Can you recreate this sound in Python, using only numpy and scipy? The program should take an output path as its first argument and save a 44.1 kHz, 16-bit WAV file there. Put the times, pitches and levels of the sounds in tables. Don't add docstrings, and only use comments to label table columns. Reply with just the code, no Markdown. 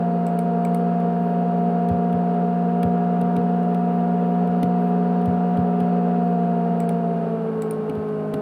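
import sys
import numpy as np
from scipy import signal
from scipy.fft import rfft, irfft
from scipy.io import wavfile

SR = 44100
rng = np.random.default_rng(int(sys.argv[2]) if len(sys.argv) > 2 else 0)


def waveform_to_disk(signal):
    frames = np.transpose(np.atleast_2d(signal))
    scaled = np.clip(frames, -1, 1) * 32767
    samples = np.round(scaled).astype(np.int16)
    wavfile.write(sys.argv[1], SR, samples)


N = 370881
T = np.arange(N) / SR

# (f/Hz, relative level/dB)
HISS_SPECTRUM = [(1000, -2.5), (7500, -0.5), (8600, 4.5), (10500, 0), (14000, -1.5), (15800, -14)]
HIGH_HISS_SPECTRUM = [(5000, -30.5), (8500, -10), (11500, -10), (13000, -4), (13700, -2.5), (14500, -3.5),
                      (15500, -18)]
# (t/s, duration/s, level/dB)
HIGH_HISS_SWELLS = [(1.166, .19, -73), (1.57, .09, -74), (3.9, .15, -75.5), (4.25, .17, -75),
                    (4.774, .16, -70), (6.2, .17, -73)]
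# (f/Hz, relative level/dB)
TICK_BODY_SPECTRUM = [(500, -5.5), (1300, 8.5), (2200, 9), (3000, 8.5), (3600, 5.5), (4800, -4),
                      (6000, -14), (9000, -33.5)]
TICK_SNAP_SPECTRUM = [(3000, -22), (6000, -6.5), (7600, -11.5), (8400, 1), (10000, -3), (10700, -4.5),
                      (11500, -1.5), (13500, -3), (15800, -17)]
# (f/Hz, level/dB, T60/s)
KNOCK_MODES = [(66, -10, 0.16), (88, -0.5, 0.21), (106.8, 1, .14), (140.6, 0.5, 0.21), (153, -3, 0.13),
               (200, -4, 0.25), (259.4, 8.5, 0.12), (320, -7.5, 0.12)]
# (t/s, tick level/dB, knock level/dB, strongest f/Hz: low for a soft blow)
CASE_TOUCHES = [(1.8877, -47, -17, 96.5), (2.1275, -51.5, -25.5, 140), (2.831, -39, -20.5, 110),
                (3.2143, -45.5, -29, 180), (3.3655, -44.5, -24, 191), (3.747, -48, -45, 200),
                (4.4743, -54, -31.5, 150), (4.6305, -39, -20, 221), (5.258, -49, -18.5, 112),
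                (5.5723, -53, -18.5, 150), (5.8034, -47, -28, 172), (7.8967, -47.5, -26.5, 250),
                (7.9523, -56, -29, 92), (8.34, -39.5, -23, 258)]

# (f/Hz, relative level/dB)
SNAP_SPECTRUM = [(1000, -9), (2000, 2), (4000, 4.5), (6500, -7), (9000, 3), (12000, -1.5), (15000, 2.5),
                 (16000, -8)]
SPREAD_SPECTRUM = [(2000, 3.5), (4000, -1.5), (6800, -9.5), (9000, 5), (10000, 2), (11000, -4.5),
                   (12000, -4), (14500, -1.5), (16000, -15)]
# (f/Hz, half width/Hz, gain/dB)
PRESS_RESONANCES = [(2255, 110, 21), (8030, 260, 13), (9600, 500, 6)]
RELEASE_RESONANCES = [(2220, 84, 17), (9400, 450, 15), (11600, 280, 12), (14300, 600, 7)]
# (f/Hz, level/dB, T60/s)
PRESS_MODES = [(7850, 0, .013), (2280, 1, .022)]
RELEASE_MODES = [(9580, 0, .009), (2280, -1, .018)]
# (press t/s, release t/s, press level/dB)
BUTTON_STROKES = [(0.266, 0.3897, -32.5), (0.6497, 0.7462, -32), (6.802, 6.8917, -30.5),
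                  (7.6203, 7.7091, -30)]

# (f/Hz, relative level/dB)
AIR_SPECTRUM = [(25, -43.5), (40, -31), (58, -18.5), (95, -9), (130, -12.5), (330, -7.5), (560, -0.5),
                (800, -4), (1000, -11), (1450, -14), (2000, -24.5), (3000, -31.5), (5000, -42.5),
                (7000, -60)]
# (f/Hz, half width/Hz, gain/dB)
AIR_RESONANCES = [(191, 25.4, 17.2), (260, 23, 11), (435, 39.6, 10.94), (680, 73, 2.5), (2813, 110, 5.5)]
# (f/Hz, half width/Hz, gain/dB)
STANDING_WAVES = [(153, 4, 5), (180, 12, 16), (240, 18, 7), (434, 29, 15), (651, 9, -18), (705, 22, 8),
                  (865, 30, -6), (1070, 40, 7), (1150, 12, -10)]
# (t/s, f/Hz)
SHAFT_SPEED = [(0.0, 58.2), (0.23, 58.4), (5.38, 59.7), (6.15, 59.5), (6.45, 58.6), (7.12, 57.6),
               (7.59, 54.8), (7.82, 53.9), (8.33, 52.5)]
FULL_SPEED_HZ, LOW_SPEED_HZ = 59.4, 53
# (order, level at full speed/dB, change at low speed before standing waves/dB)
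SHAFT_ORDERS = [(2, -59.5, 4), (3, -21.5, -2), (4, -28, 1), (5, -52, 11.5), (6, -46.5, -6), (7, -34.5, 2.5),
                (8, -37.5, 0.5), (9, -44.5, -9.5), (10, -50.5, -7.5), (12, -28, 0), (15, -57, 2.5),
                (16, -44.5, -4.5), (17, -55, 2), (20, -50.5, -5.5), (22, -53, -5.5), (23, -62, 0),
                (24, -55, 3), (28, -62, 3), (29, -68, 12), (43, -66.5, -3)]


def amp(db):
    return 10 ** (np.asarray(db) / 20)


def unit(x):
    return x / np.sqrt(np.mean(x ** 2) + 1e-20)


def curve(rows):
    return np.interp(T, *np.transpose(rows))


def resonance_db(rows, hz):
    return sum(db * np.exp(-.5 * ((hz - f) / width) ** 2) for f, width, db in rows)


def noise(spectrum, peaks=(), size=N):
    hz = np.fft.rfftfreq(size, 1 / SR)
    f, db = np.transpose(spectrum)
    colour = amp(np.interp(np.log(hz + 1), np.log(f), db) + resonance_db(peaks, hz))
    return unit(irfft(rfft(rng.standard_normal(size)) * colour, size))


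def drift(rate_hz, size=2048):
    hz = np.fft.rfftfreq(size, T[-1] / size)
    slow = irfft(rfft(rng.standard_normal(size)) / (1 + (hz / rate_hz) ** 2))
    return unit(np.interp(T, np.linspace(0, T[-1], size), slow))


def add(mix, s, sound):
    part = mix[max(round(s * SR), 0):][:len(sound)]
    part += sound[:len(part)]


def ring(modes, detune):
    t = T[:SR // 3]
    out = np.zeros(len(t))
    for k, (hz, db, t60) in enumerate(modes):
        hz *= 1 + detune * rng.standard_normal()
        out += (-1) ** k * amp(db - 60 * t / t60) * np.sin(2 * np.pi * hz * t)
    return out


def chatter(spectrum, peaks, rise_s, hold_s, decay_s):
    t = T[:2048] - .01
    envelope = np.exp(np.minimum(t, 0) / rise_s - np.maximum(t - hold_s, 0) / decay_s)
    return noise(spectrum, peaks, size=len(t)) * envelope


def echoes(x, t60):
    t = T[:SR // 2]
    taps = rng.standard_normal(len(t)) * (rng.random(len(t)) < .1)
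    taps *= (t > .005) * amp(-60 * t / t60)
    return signal.fftconvolve(x, taps / np.linalg.norm(taps))[:N]


def hiss(level_db=-70):
    return amp(level_db) * noise(HISS_SPECTRUM)


def high_hiss():
    out = np.zeros(N)
    for s, length, db in HIGH_HISS_SWELLS:
        size = round(length * SR)
        add(out, s, amp(db) * noise(HIGH_HISS_SPECTRUM, size=size) * signal.windows.tukey(size, .5))
    return out


def stray_ticks(gap_s=1.4, level_db=-58.5, spread_db=3):
    chance = rng.random((int(T[-1] / gap_s) + 1, 2))
    return [((k + when) * gap_s, level_db + spread_db * (2 * size - 1))
            for k, (when, size) in enumerate(chance)]


def ticks(rows, snap_db=-3.8, body_db=1.5):
    out = np.zeros(N)
    for s, db in rows:
        snap = amp(snap_db) * chatter(TICK_SNAP_SPECTRUM, (), rise_s=.0013, hold_s=.0018, decay_s=.0015)
        body = amp(body_db) * chatter(TICK_BODY_SPECTRUM, (), rise_s=.0019, hold_s=.003, decay_s=.0033)
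        add(out, s - .01, amp(db) * (snap + body))
    return out


def knocks(gain_db=-1, narrow_db=7, contact_s=.0022, firm_hz=184.5, lag_cycles=1.9):
    out, t = np.zeros(N), T[:SR // 20]
    push = t * np.exp(-2 * np.pi * t / contact_s)
    for s, _, db, blow_hz in CASE_TOUCHES:
        modes = [(hz, level - narrow_db * np.log2(hz / blow_hz) ** 2, t60)
                 for hz, level, t60 in KNOCK_MODES]
        knock = signal.fftconvolve(ring(modes, detune=.018), push / push.sum())
        lag = lag_cycles * (1 / blow_hz - 1 / firm_hz)
        add(out, s + lag, amp(db + gain_db) * knock)
    return out


def button(rows, peaks, modes, snap_db, ping_db, snap_echo_db, ping_echo_db, hold_s, decay_s):
    direct, spread, pings = np.zeros((3, N))
    envelope = dict(rise_s=.0004, hold_s=hold_s, decay_s=decay_s)
    for s, db in rows:
        add(direct, s - .01, amp(db + snap_db) * chatter(SNAP_SPECTRUM, peaks, **envelope))
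        add(spread, s - .01, amp(db + snap_echo_db) * chatter(SPREAD_SPECTRUM, (), **envelope))
        add(pings, s + .00097, amp(db + ping_db) * ring(modes, detune=.0036))
    return direct + pings + echoes(spread + amp(ping_echo_db) * pings, t60=.17)


def whine(hz=4468, level_db=-76, swell_db=2.5, waver_rad=.5):
    level = amp(level_db + swell_db * drift(rate_hz=2.3))
    return np.sqrt(2) * level * np.sin(2 * np.pi * hz * T + waver_rad * drift(rate_hz=12))


def air(level_db=-31, flicker_db=.41, speed_db_per_hz=.42):
    rush = noise(AIR_SPECTRUM, AIR_RESONANCES)
    speed_db = speed_db_per_hz * (curve(SHAFT_SPEED) - FULL_SPEED_HZ)
    return rush * amp(level_db + flicker_db * drift(rate_hz=14) + speed_db)


def motor_hum(wobble=.00049, flutter=.009, stir_db=-54):
    speed = curve(SHAFT_SPEED)
    slowing = (FULL_SPEED_HZ - speed) / (FULL_SPEED_HZ - LOW_SPEED_HZ)
    turns = np.cumsum(speed * (1 + wobble * drift(rate_hz=7.06))) / SR
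    out = np.zeros(N)
    for order, db, slow_db in SHAFT_ORDERS:
        room_db = resonance_db(STANDING_WAVES, order * speed)
        room_db -= resonance_db(STANDING_WAVES, order * FULL_SPEED_HZ)
        level = amp(db + slow_db * slowing + room_db)
        unrest = flutter * level + np.minimum(amp(stir_db), .15 * level)
        level += unrest * drift(rate_hz=1.7)
        out += np.sqrt(2) * level * np.sin(2 * np.pi * (order * turns + rng.random()))
    return out


def scene(release_db=-30):
    downs = [(down, db) for down, _, db in BUTTON_STROKES]
    ups = [(up, release_db) for _, up, _ in BUTTON_STROKES]
    presses = button(downs, PRESS_RESONANCES, PRESS_MODES, snap_db=-9.5, ping_db=-5,
                     snap_echo_db=-23, ping_echo_db=-11, hold_s=.003, decay_s=.0014)
    releases = button(ups, RELEASE_RESONANCES, RELEASE_MODES, snap_db=-7, ping_db=-11,
                      snap_echo_db=-19.5, ping_echo_db=-24.5, hold_s=.002, decay_s=.0016)
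    fan = motor_hum() + air() + whine()
    plastic = ticks([(s, db) for s, db, _, _ in CASE_TOUCHES] + stray_ticks())
    handling = plastic + amp(-16.5) * echoes(plastic, t60=.2) + knocks()
    return (fan + presses + releases + handling + high_hiss() + hiss())[None]


def record(dry, low_cut_hz=42, high_cut_hz=15830):
    highpass = signal.butter(2, low_cut_hz, "highpass", fs=SR, output="sos")
    lowpass = signal.firwin(511, high_cut_hz, window=("kaiser", 9), fs=SR)
    return signal.oaconvolve(signal.sosfilt(highpass, dry), lowpass[None], "same")


dry = scene()
out = record(dry)
waveform_to_disk(out)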